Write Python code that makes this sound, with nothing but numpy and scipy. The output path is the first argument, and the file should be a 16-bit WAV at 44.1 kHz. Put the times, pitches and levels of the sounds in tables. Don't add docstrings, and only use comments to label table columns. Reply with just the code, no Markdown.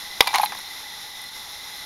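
import sys
import numpy as np
from scipy import signal
from scipy.fft import rfft, irfft
from scipy.io import wavfile
from scipy.ndimage import uniform_filter1d, map_coordinates

SR = 44100
rng = np.random.default_rng(int(sys.argv[2]) if len(sys.argv) > 2 else 0)


def unload_audio(sound):
    columns = np.transpose(np.atleast_2d(sound))
    steps = np.round(np.clip(columns, -1, 1) * 32767)
    wavfile.write(sys.argv[1], SR, steps.astype(np.int16))


N = 81585

# frequency in Hz, relative level in dB.
CLICK_TONE = [(100, -31), (450, -14), (680, -10.5), (950, 5.5), (1400, -7.5), (2200, 1.5), (3100, -5.5),
              (4100, 1), (4800, -10.5), (6300, -10.5), (8000, -13), (16000, -30)]
# frequency in Hz, relative level in dB.
TICK_TONE = [(100, -27), (3000, -32), (6000, -38), (9000, 8), (11500, 9), (13500, -1), (16000, -7)]
TICK_T60_S = 0.013


def amp(db):
    return 10 ** (np.asarray(db) / 20)


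def unit(x):
    return x / np.sqrt(np.mean(x ** 2))


def add(out, start, sound):
    i = int(start * SR)
    out[i:i + len(sound)] += sound[:N - i]


def colour(x, points, size=1024):
    hz, db = np.array(points).T
    bin_hz = np.arange(size + 1) * SR / (2 * size)
    gain = unit(amp(np.interp(np.log(bin_hz + 1), np.log(hz), db)))
    cepstrum = irfft(np.log(gain))
    cepstrum[1:size] *= 2
    cepstrum[size + 1:] = 0
    return signal.fftconvolve(x, irfft(np.exp(rfft(cepstrum))))[:len(x)]


def ring(modes):
    t = np.arange(N // 4) / SR
    return sum(amp(db - 60 * t / t60) * np.sin(2 * np.pi * hz * t) for hz, db, t60 in modes)


def bursts(events, t60_s, hold_s=0.00057, snap_db=12.5):
    t, out = np.arange(N // 10) / SR, np.zeros(N)
    snap = amp(snap_db) * (t == 0)
    envelope = np.exp(-np.log(1000) * np.maximum(t - hold_s, 0) / t60_s)
    for start, db in events:
        crunch = envelope * np.sign(rng.standard_normal(len(t)))
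        add(out, start, amp(db) * (snap + crunch))
    return out


def hump(length_s):
    t = np.arange(int(length_s * SR) + 2) / SR
    return np.sin(np.pi * np.minimum(t / length_s, 1))


def wander(rate_hz):
    step = int(SR / rate_hz)
    stairs = np.repeat(rng.standard_normal(N // step + 1), step)
    return unit(uniform_filter1d(stairs, step)[:N])


def fan():
    # frequency in Hz, relative level in dB.
    hiss_tone = [(20, -0.5), (100, -4), (600, -6), (1000, 0), (1600, -1.5), (2600, -5), (3150, -5),
                 (3400, 5), (4000, 4.5), (4400, -3.5), (5400, 4.5), (6400, -4), (7000, -2), (8500, -7),
                 (9700, -6), (10500, -1.5), (11700, -2.5), (14000, -14), (16000, -21)]
    # centre in Hz, width in Hz, level in dB.
    resonances = [(843, 66, -50.5), (2004, 61, -45), (3659, 260, -44), (4095, 57, -46)]
    # centre in seconds, length in seconds, gain of the lows in dB.
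    dips = [(.879, 0.012, -5), (1.157, 0.016, -3), (1.305, 0.022, -21)]
    hiss_db, fade_db_per_s, treble_dip_share = -39, -0.75, 0.15
    waver_db, pitch_drift = 0.72, 0.007
    hiss = amp(hiss_db + wander(25.16)) * colour(rng.standard_normal(N), hiss_tone)
    dip_db = np.zeros(N)
    for centre, length, db in dips:
        add(dip_db, centre - length / 2, db * hump(length))
    lows = signal.sosfiltfilt(signal.butter(2, 2500, fs=SR, output="sos"), hiss)
    air = lows * amp(dip_db) + (hiss - lows) * amp(treble_dip_share * dip_db)
    for hz, width, db in resonances:
        band = signal.lfilter(*signal.iirpeak(hz, hz / width, fs=SR), rng.standard_normal(N))
        speed = 1 + pitch_drift * wander(9)
        band = map_coordinates(band, [np.cumsum(speed)], mode="mirror")
        air += unit(band) * amp(db + waver_db * wander(6.54))
    return air * amp(fade_db_per_s * (np.arange(N) - N / 2) / SR)


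def room(x, wet_db=-20, t60_s=0.25, predelay_s=0.002):
    t = np.arange(N // 4) / SR
    tail = rng.standard_normal(len(t)) * np.exp(-np.log(1000) * t / t60_s) * (t > predelay_s)
    tail /= np.sqrt(np.sum(tail ** 2))
    tail = signal.lfilter(*signal.butter(1, [400, 7000], "bandpass", fs=SR), tail)
    return x + amp(wet_db) * signal.fftconvolve(x, tail)[:N]


def landings():
    # start in seconds, thump level in dB, tick level in dB.
    bounces = [(0.5216, -24, -43), (0.5305, -32, -47), (0.5480, -30, -37.5), (0.589, -34.5, -36.5)]
    # frequency in Hz, relative level in dB.
    thump_tone = [(60, -27), (300, -23), (850, 11.5), (1400, 0.5), (2000, 4.5), (3000, -11.5), (5500, -9),
                  (16000, -48)]
    # start in seconds, level in dB.
    crackles = [(1.1044, -43), (1.2171, -36), (1.2398, -38), (1.4022, -43)]
    thumps = bursts([(start, db) for start, db, _ in bounces], t60_s=0.037)
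    ticks = bursts([(start, db) for start, _, db in bounces] + crackles, TICK_T60_S)
    return colour(thumps, thump_tone) + colour(ticks, TICK_TONE)


def sliding():
    # time in seconds, level in dB.
    rustle_curve = [(0.209, -40), (.25, -60), (.32, -34), (.36, -31.5), (.39, -32), (.44, -36),
                    (.48, -45.5), (.6, -62)]
    # start in seconds, length in seconds, level in dB.
    scrapes = [(0.4134, 0.0071, -30), (0.4187, 0.011, -32), (0.4285, 0.0089, -33), (.4430, 0.0033, -28),
               (0.445, 0.013, -27.5)]
    # frequency in Hz, relative level in dB.
    squeak_tone = [(100, -42), (6000, -34), (9500, -11), (11300, 3), (12500, -6), (16000, -21)]
    rumble_tone = [(60, -26), (160, 1), (420, 0), (900, -21), (4000, -47)]
    slips_per_s = 1700
    roll_start_s, roll_db = 0.32, -50.5
    slips = (rng.random(N) < slips_per_s / SR) * rng.standard_normal(N)
    grains = unit(slips * amp(-rng.standard_normal(N)))
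    times, levels_db = np.array(rustle_curve).T
    rustle = grains * np.interp(np.arange(N) / SR, times, amp(levels_db), left=0, right=0)
    pressure, roll = np.zeros(N), np.zeros(N)
    for start, length, db in scrapes:
        add(pressure, start, amp(db) * hump(length))
    squeaks = colour(pressure * rng.standard_normal(N), squeak_tone)
    add(roll, roll_start_s, amp(roll_db) * hump(length_s=0.29))
    return colour(rustle, CLICK_TONE) + squeaks + colour(roll * grains, rumble_tone)


def knocks():
    # start in seconds, pitch in Hz, then ring, click and tick in dB.
    hits = [(0.222, 956, -26, -32, -33), (.229, 885, -40, -44, -30), (.2412, 860, -23, -38, -49),
            (0.2599, 890, -21, -36, -39), (.2668, 910, -28, -31, -53), (.2728, 798, -15, -19.5, -28),
            (.2771, 833, -25, -19, -23), (.2893, 810, -25, -42, -49), (0.294, 860, -32, -33.5, -56),
            (0.306, 857, -20.5, -42, -51), (.331, 884, -14.5, -38, -32), (0.3403, 990, -11.5, -18, -38),
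            (0.3459, 778, -12, -15, -32), (0.351, 857, -9, -17.5, -33), (0.3573, 1016, -8.5, -18.5, -21.5),
            (.3610, 820, -16.5, -21.5, -33), (0.3836, 756, -11, -20, -25.5), (.3967, 855, -2, -35, -31),
            (.4157, 812, -23, -33, -30), (0.4324, 842, -2.5, -27, -44), (0.4376, 845, -38, -23.5, -33),
            (0.4588, 860, -46, -27, -33)]
    # ratio to the lowest, relative level in dB, T60 in seconds.
    wall_modes = [(1, 1, 0.038), (1.09, -6, 0.04), (1.2, -11, 0.05), (1.46, -18.5, 0.061),
                  (1.9, -13, 0.032), (2.8, -20, 0.081), (4.85, -30, .04)]
    # start in seconds, pitch in Hz, level in dB, T60 in seconds.
    pings = [(0.223, 1150, -21, 0.044), (0.272, 4060, -15.5, 0.013), (.2730, 2034, -22, 0.058),
             (.2732, 4720, -19, 0.031), (0.2735, 2330, -20.5, 0.096), (.29, 3700, -20, 0.024),
             (0.3463, 4000, -23, 0.016), (.3458, 2070, -22, 0.014), (0.3569, 3960, -19, 0.023),
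             (0.3561, 6300, -23, 0.021), (0.3841, 4340, -12.5, 0.013), (0.4156, 2480, -23.5, .03),
             (0.4604, 4060, -15.5, 0.012)]
    spread_s = 0.0015
    push_s, softening = 0.00029, 0.23
    low_cut_hz = 690
    wall = np.zeros(N)
    for start, hz, ring_db, click_db, _ in hits:
        ringing = ring([(hz * ratio, db, t60) for ratio, db, t60 in wall_modes])
        attack = 1 - np.exp(-np.arange(len(ringing)) / SR / spread_s)
        push = hump(push_s * amp(softening * (ring_db - click_db)))
        add(wall, start, amp(ring_db) * np.convolve(ringing * attack, push / push.sum()))
    for start, hz, db, t60 in pings:
        add(wall, start, ring([(hz, db, t60)]))
    wall = signal.sosfilt(signal.butter(4, low_cut_hz, "highpass", fs=SR, output="sos"), wall)
    clicks = bursts([(start, db) for start, _, _, db, _ in hits], t60_s=0.023)
    ticks = bursts([(start, db) for start, _, _, _, db in hits], TICK_T60_S)
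    return wall + colour(clicks, CLICK_TONE) + colour(ticks, TICK_TONE)


def pop():
    # frequency in Hz, relative level in dB.
    crack_tone = [(100, -44), (400, -14), (650, -7), (1000, -2), (1600, -4.5), (2700, 5), (3500, 6),
                  (4400, -10), (5300, -3.5), (6300, -6.5), (9000, -11), (11500, -8.5), (16000, -11)]
    # pitch in Hz, relative level in dB, T60 in seconds.
    burst_modes = [(488, -3.5, 0.016), (792, -9.5, 0.046), (956, -13.5, 0.06), (1610, -25, 0.035),
                   (1987, -1.5, 0.021), (2593, 5, 0.008), (2820, -8.5, 0.012), (3310, -1, .016),
                   (3630, -3, 0.019), (3880, -5, 0.023), (4747, -4, 0.019), (5330, -4, 0.019)]
    start_s, crack_db, ring_db, puff_db = 0.2065, -5, -2, -21
    tear_s_per_hz = 3.5e-7
    low_cut_hz = 275
    crack = bursts([(start_s, crack_db)], t60_s=0.021, hold_s=0.0013)
    burst = colour(crack, crack_tone)
    for hz, db, t60 in burst_modes:
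        add(burst, start_s + tear_s_per_hz * hz, ring([(hz, ring_db + db, t60)]))
    burst = signal.sosfilt(signal.butter(2, low_cut_hz, "highpass", fs=SR, output="sos"), burst)
    add(burst, start_s, amp(puff_db) * hump(length_s=0.004))
    return burst


def scene():
    corn = pop() + knocks() + sliding() + landings()
    return (room(corn) + fan())[None]


def record(dry):
    port_hz, knee, top_hz = 7844, 7.1, 15750
    notched = signal.lfilter(*signal.iirnotch(port_hz, Q=4.8, fs=SR), dry)
    clipped = notched / (1 + np.abs(notched) ** knee) ** (1 / knee)
    return signal.sosfilt(signal.ellip(12, .1, 90, top_hz, fs=SR, output="sos"), clipped)


dry = scene()
out = record(dry)
unload_audio(out)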